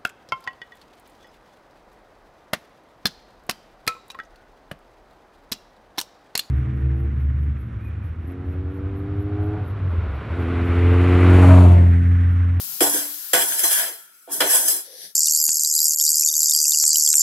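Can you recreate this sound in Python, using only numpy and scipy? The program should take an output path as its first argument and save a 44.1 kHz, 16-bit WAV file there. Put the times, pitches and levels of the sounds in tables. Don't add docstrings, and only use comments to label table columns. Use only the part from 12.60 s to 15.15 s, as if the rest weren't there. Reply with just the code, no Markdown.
import sys
import numpy as np
from scipy import signal
from scipy.fft import rfft, irfft
from scipy.io import wavfile
from scipy.ndimage import uniform_filter1d

SR = 44100
rng = np.random.default_rng(int(sys.argv[2]) if len(sys.argv) > 2 else 0)


def dump(signal):
    limited = np.clip(np.atleast_2d(signal).T, -1, 1)
    pcm = np.round(limited * 32767).astype(np.int16)
    wavfile.write(sys.argv[1], SR, pcm)


def ratio(d):
    e = np.asarray(d, float) / 20
    return 10 ** e


N = 112454

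# (frequency [Hz], correlation [-1..1])
PAN_ALIKE = [(60, .7), (300, 1), (640, 0.64), (1400, 0.12), (5000, 0.02), (15000, -0.31)]
# (frequency [Hz], left over right [dB])
PAN_LR = [(200, 0), (700, -2), (1400, 1.5), (4400, -2.5), (8000, -4.5), (15000, 12.5)]


def at(table, hz):
    points = np.array(table, float)
    return np.interp(np.log(np.maximum(hz, 1)), np.log(points[:, 0]), points[:, 1])


def over_time(table, left=None):
    return np.interp(np.arange(N) / SR, *np.array(table, float).T, left=left)


def unit(x):
    return x / np.sqrt(np.mean(x ** 2))


def decay(t, t60_s):
    return np.exp(-np.log(1000) * t / t60_s)


def colour(x, table):
    n = x.shape[-1]
    hz = np.arange(n // 2 + 1) * SR / n
    return irfft(rfft(x) * ratio(at(table, hz)), n)


def stereo(a, b, alike, lr):
    n = len(a)
    hz = np.arange(n // 2 + 1) * SR / n
    likeness = np.clip(at(alike, hz), -.98, .98)
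    mid = rfft(a) * np.sqrt((1 + likeness) / 2)
    side = rfft(b) * np.sqrt((1 - likeness) / 2)
    left = (mid + side) * ratio(at(lr, hz) / 2)
    right = (mid - side) * ratio(-at(lr, hz) / 2)
    return irfft(np.array([left, right]), n)


def walk(rate):
    hold = int(SR / rate)
    steps = np.repeat(rng.standard_normal(N // hold + 1), hold)
    return np.sqrt(3 / 2) * uniform_filter1d(steps, hold)[:N]


def clicks(per_s, spread_db):
    chance, excess, sign = rng.random(N), rng.exponential(size=N), rng.standard_normal(N)
    return (chance < per_s / SR) * np.sign(sign) * ratio(spread_db * excess)


def kitchen():
    # (frequency [Hz], density [dB per Hz])
    kitchen_colour = [(30, -43), (380, -6), (550, -50), (1100, -19), (1370, 11), (1900, -24), (2250, -3),
                      (5300, -33.5), (11000, -23), (16000, -20.5)]
    level_db, drop_db, drops_s = -60, -15, 2.24
    noise = colour(rng.standard_normal((2, N)), kitchen_colour)
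    pair = stereo(*noise, [(100, .8), (1000, .3), (5000, 0.05)], [(100, 2), (10000, 5)])
    drop = np.clip((np.arange(N) / SR - drops_s) * 20, 0, 1)
    return unit(pair) * ratio(level_db + drop_db * drop)


def hiss():
    # (frequency [Hz], density [dB per Hz])
    hiss_colour = [(100, -63.5), (250, -17.5), (500, -23.5), (800, -14), (2300, -13.5), (4900, -1.5),
                   (9000, -4), (12000, 4), (15500, -6)]
    # (time [s], level of the left-right mean [dB])
    hiss_level = [(0, -32.5), (.5, -32.5), (.72, -33.5), (1.2, -29), (1.5, -59), (2.55, -57)]
    # (frequency [Hz], left over right [dB])
    hiss_lr = [(500, 3), (2000, 3), (5000, 1), (9000, 2), (15000, 20.8)]
    fizz = [colour(unit(clicks(8700, 1.6)) + .5 * rng.standard_normal(N), hiss_colour) for _ in range(2)]
    pair = stereo(*fizz, [(100, 0.51), (1000, 0.31), (5000, 0.054)], hiss_lr)
    mean_rms = np.sqrt(np.mean(pair.mean(axis=0) ** 2))
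    return pair / mean_rms * ratio(over_time(hiss_level) + 1.0 * walk(23))


def rumble():
    # (time [s], level [dB])
    rumble_level = [(0, -54.5), (.19, -65), (.215, -41.5), (.7, -100), (.74, -48.5), (.88, -60), (1.0, -72),
                    (1.66, -88.5), (1.81, -49), (2.3, -107), (2.45, -63), (2.55, -88)]
    # (frequency [Hz], density [dB per Hz])
    rumble_colour = [(20, -38), (50, -6.5), (100, -11.5), (170, 6), (220, -2), (300, -33.5), (1000, -88.5)]
    noise = colour(rng.standard_normal((2, N)), rumble_colour)
    pair = stereo(*noise, [(50, 0.8), (200, 1.0)], [(50, 0), (200, -0.2)])
    return unit(pair) * ratio(over_time(rumble_level))


def ring(scraped, ring_time_factor):
    mode_hz = [291, 335, 400, 503, 534, 671, 923, 1489, 1640, 1750, 3243, 4116, 5040, 6135, 6495, 7425,
               7795, 8685, 9186, 10360, 11050, 12300]
    # (struck level [dB], scraped level [dB], t60 before the ring time factor [s])
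    mode_table = [(-4, -16, 0.6), (-11.5, -5, 0.14), (-5, -1.5, 0.15), (7.5, -8, 0.23), (-20, -2, 0.22),
                  (3, -1, 0.28), (-17, 4, 0.24), (-3.5, 5, 0.22), (-13, 13, 0.11), (-22, -16.5, 0.82),
                  (-22, 6, 0.23), (-14, 1, 0.45), (-1.5, 6, 0.067), (-8.5, 4, 0.28), (-14.5, 1.5, 0.1),
                  (9, 9, 0.12), (-14.5, 13.5, 0.075), (-1.5, -10, 0.046), (0, 11, 0.089), (-9, 4, .15),
                  (-16, 7, 0.22), (-12, -1.5, 0.16)]
    # (frequency [Hz], density [dB per Hz])
    thicket_colour = [(200, -36.5), (300, -10.5), (480, -7), (700, 1.5), (1260, -10.5), (1690, -2.5),
                      (2000, -5.5), (2800, -11), (3300, -1), (3850, -21), (4650, -15), (5050, -4.5),
                      (5750, -13), (6200, -11.5), (6950, -13.5), (7600, -9), (11100, 2), (15700, -16.5)]
    # (frequency [Hz], t60 before the ring time factor [s])
    thicket_t60 = [(200, 0.14), (1000, 0.18), (4000, 0.26), (15000, 0.12)]
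    edges_hz = 420, 1200, 4500
    ring_ends_s = .42
    clear_over_dense_db = -5.5 if scraped else -3
    n = int(ring_ends_s * SR)
    t = np.arange(n) / SR

    hz = np.array(mode_hz, float)[:, None]
    struck_db, scraped_db, t60_s = np.array(mode_table, float).T[:, :, None]
    mode_db = scraped_db if scraped else struck_db
    chance = rng.standard_normal((len(hz), 3))
    fall = decay(t, ring_time_factor * t60_s) * ratio(mode_db + 2 * chance[:, :1])
    clear = []
    for k in (1, 2):
        tones = fall * np.sin(2 * np.pi * hz * t + np.pi * chance[:, k:k + 1])
        clear.append(unit(tones.sum(axis=0)))

    dense = np.zeros((2, n))
    for centre_hz in 100 * 2 ** np.arange(8):
        octave = [centre_hz / np.sqrt(2), min(centre_hz * np.sqrt(2), SR / 2.2)]
        band = signal.butter(2, octave, "band", fs=SR, output="sos")
        shape = decay(t, ring_time_factor * at(thicket_t60, centre_hz))
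        noise = colour(rng.standard_normal((2, n)), thicket_colour)
        dense += signal.sosfilt(band, noise) * unit(shape)

    both = unit(dense) + ratio(clear_over_dense_db) * np.array(clear)
    pair = stereo(*both, PAN_ALIKE, PAN_LR)
    pair = pair * np.clip((ring_ends_s - t) / .04 - .2, 0, 1)
    bands = [([250, edges_hz[0]], "band"), (edges_hz[:2], "band"), (edges_hz[1:], "band"), (edges_hz[2], "high")]
    parts = [signal.sosfilt(signal.butter(4, e, kind, fs=SR, output="sos"), pair) for e, kind in bands]
    return [unit(p) / np.sqrt(n) for p in parts]


def blows():
    # (time [s], deep [dB], low [dB], middle [dB], treble [dB], ring time factor [1])
    blow_table = [(.206, -25, -23.5, -22, -16, 1.1), (.345, -33, -37, -59, -24, 0.75),
                  (.733, -31.5, -23, -18.5, -14.5, 0.96), (.993, -63.5, -56, -36.5, -21, 0.41),
                  (1.037, -45, -46.5, -31.5, -20.5, 1), (1.674, -44, -41, -63, -73, 1),
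                  (1.805, -30.5, -28.5, -18.5, -19, 0.74), (1.93, -49.5, -34.5, -29, -28, 2.2),
                  (2.082, -48.5, -41.5, -44, -16, 0.71)]
    chatter_s, chatter_per_s, chatter_db = 0.012, 700, -12
    out = np.zeros((2, N + SR))
    t = np.arange(SR // 10) / SR
    for start_s, *bands_db, ring_time_factor in blow_table:
        rattle = clicks(chatter_per_s, 3.3)[:len(t)] * np.exp(-t / chatter_s)
        force = ratio(chatter_db) * unit(rattle) / np.sqrt(len(t))
        force[0] = 1
        body = sum(ratio(db) * part for db, part in zip(bands_db, ring(False, ring_time_factor)))
        sound = np.sqrt(SR * 0.017) * signal.fftconvolve(force[None], body)
        start = int(start_s * SR)
        out[:, start:start + sound.shape[1]] += sound
    return out[:, :N]


def scrape():
    # (time [s], treble [dB], middle, low, deep re treble [dB])
    scrape_table = [(.207, -17, -14, -5.5, 2), (0.259, -21, -14, -9.5, -20.5),
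                    (.32, -23.5, -13, -15.5, -14), (0.358, -19, -14.5, -20, -20),
                    (.53, -43.5, -11, -14.5, -34), (0.729, -46.5, -7, -52, -50), (0.733, -19, -3, -8, -20),
                    (.775, -21, -6, -2.5, -17.5), (0.818, -21.5, -7.5, -20, -19),
                    (0.858, -26, -14, -15, -24), (.99, -23, -15, -24.5, -38), (1.029, -26, -8, -18, -30.5),
                    (1.036, -15.5, -13, -13, -22.5), (1.09, -24, -11.5, -17.5, -34),
                    (1.12, -16.5, -11, -24, -32.5), (1.238, -25.5, -6, -13.5, -28),
                    (1.34, -42, -6, -11, -23.5), (1.49, -56.5, -6, -18.5, -36),
                    (1.668, -55, -16, -26, -36.5), (1.686, -55, 3.5, 8, 15),
                    (1.721, -23.5, -18.5, -20.5, -21.5), (1.797, -30.5, -23, -20, -21.5),
                    (1.804, -21, -2, -5.5, -20.5), (1.86, -24, -6.5, -6.5, -16),
                    (1.89, -19, -11, -15.5, -40), (1.95, -14.5, -16, -16.5, -29.5),
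                    (2.04, -24, -18.5, -19, -23.5), (2.095, -18, -21.5, -27, -34),
                    (2.17, -25.5, -18.5, -23, -23), (2.271, -50, -15, -20, -22)]
    grit_per_s, grit_spread_db, judder_db, judder_per_s = 12000, 2.41, 1, 76
    places, place_s = 4, .07
    t = np.arange(N) / SR
    time_s, treble, middle, low, deep = np.array(scrape_table, float).T
    judder = ratio(judder_db * walk(judder_per_s)) * (t > time_s[0]) * (t < time_s[-1])
    forces = []
    for band_db in (treble + deep, treble + low, treble + middle, treble):
        gain = ratio(np.interp(t, time_s, band_db) + 1.5)
        forces.append(unit(clicks(grit_per_s, grit_spread_db)) * judder * gain)
    out = 0
    for k in range(places):
        away = np.abs((t / place_s - k + places / 2) % places - places / 2)
        share = np.cos(np.pi / 2 * np.minimum(away, 1))
        for force, part in zip(forces, ring(True, 0.39)):
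            out = out + signal.fftconvolve((force * share)[None], part)[:, :N]
    return out


def push():
    # (frequency [Hz], density [dB per Hz])
    push_colour = [(150, -47), (380, -15.5), (690, -20), (1340, -40), (1680, -13), (2640, -25.5),
                   (3400, -11.5), (6100, -7.5), (6950, -24), (11100, -6.5), (15700, -38)]
    # (time [s], level [dB])
    push_level = [(2.22, -55), (2.27, -45), (2.325, -38.5), (2.395, -44), (2.448, -38.5), (2.51, -48),
                  (2.55, -64)]
    # (time [s], level [dB])
    hum_level = [(2.25, -71), (2.28, -50.5), (2.39, -53.5), (2.5, -86)]
    left_db = 5
    hum_hz, hum_width_hz = 511, 21
    grains = [colour(unit(clicks(9000, 2)), push_colour) for _ in range(2)]
    level_db = over_time(push_level, left=-120) + 3.0 * walk(28.16)
    heap = unit(stereo(*grains, PAN_ALIKE, PAN_LR)) * ratio(level_db + left_db * np.array([[.5], [-.5]]))
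    resonance = signal.iirpeak(hum_hz, hum_hz / hum_width_hz, fs=SR)
    hum = signal.lfilter(*resonance, rng.standard_normal(N))
    return heap + unit(hum) * ratio(over_time(hum_level, left=-120))


def room_tail(near):
    room_db, room_t60_s = -14, 0.22
    t = np.arange(SR // 2) / SR
    noise = colour(rng.standard_normal((2, len(t))), [(100, -23.5), (2000, -10), (15000, -1.5)])
    tail = noise * decay(t, room_t60_s) * (t > .005)
    tail = stereo(*tail, PAN_ALIKE, [(100, 0.0026), (15000, 0.0039)])
    room = signal.fftconvolve(near, unit(tail) / np.sqrt(len(t)), axes=1)[:, :N]
    return ratio(room_db) * room


def scene():
    near = blows() + scrape() + push()
    return near + room_tail(near) + hiss() + kitchen() + rumble()


def band_limit(x):
    return signal.sosfilt(signal.butter(12, 17000, fs=SR, output="sos"), x)


def record(dry):
    x = signal.sosfilt(signal.butter(2, 60, "high", fs=SR, output="sos"), dry)
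    x = signal.sosfilt(signal.ellip(10, .3, 60, 15750, fs=SR, output="sos"), x)
    mix = np.clip(x, -1, 1)
    return band_limit(mix)


dry = scene()
out = record(dry)
dump(out)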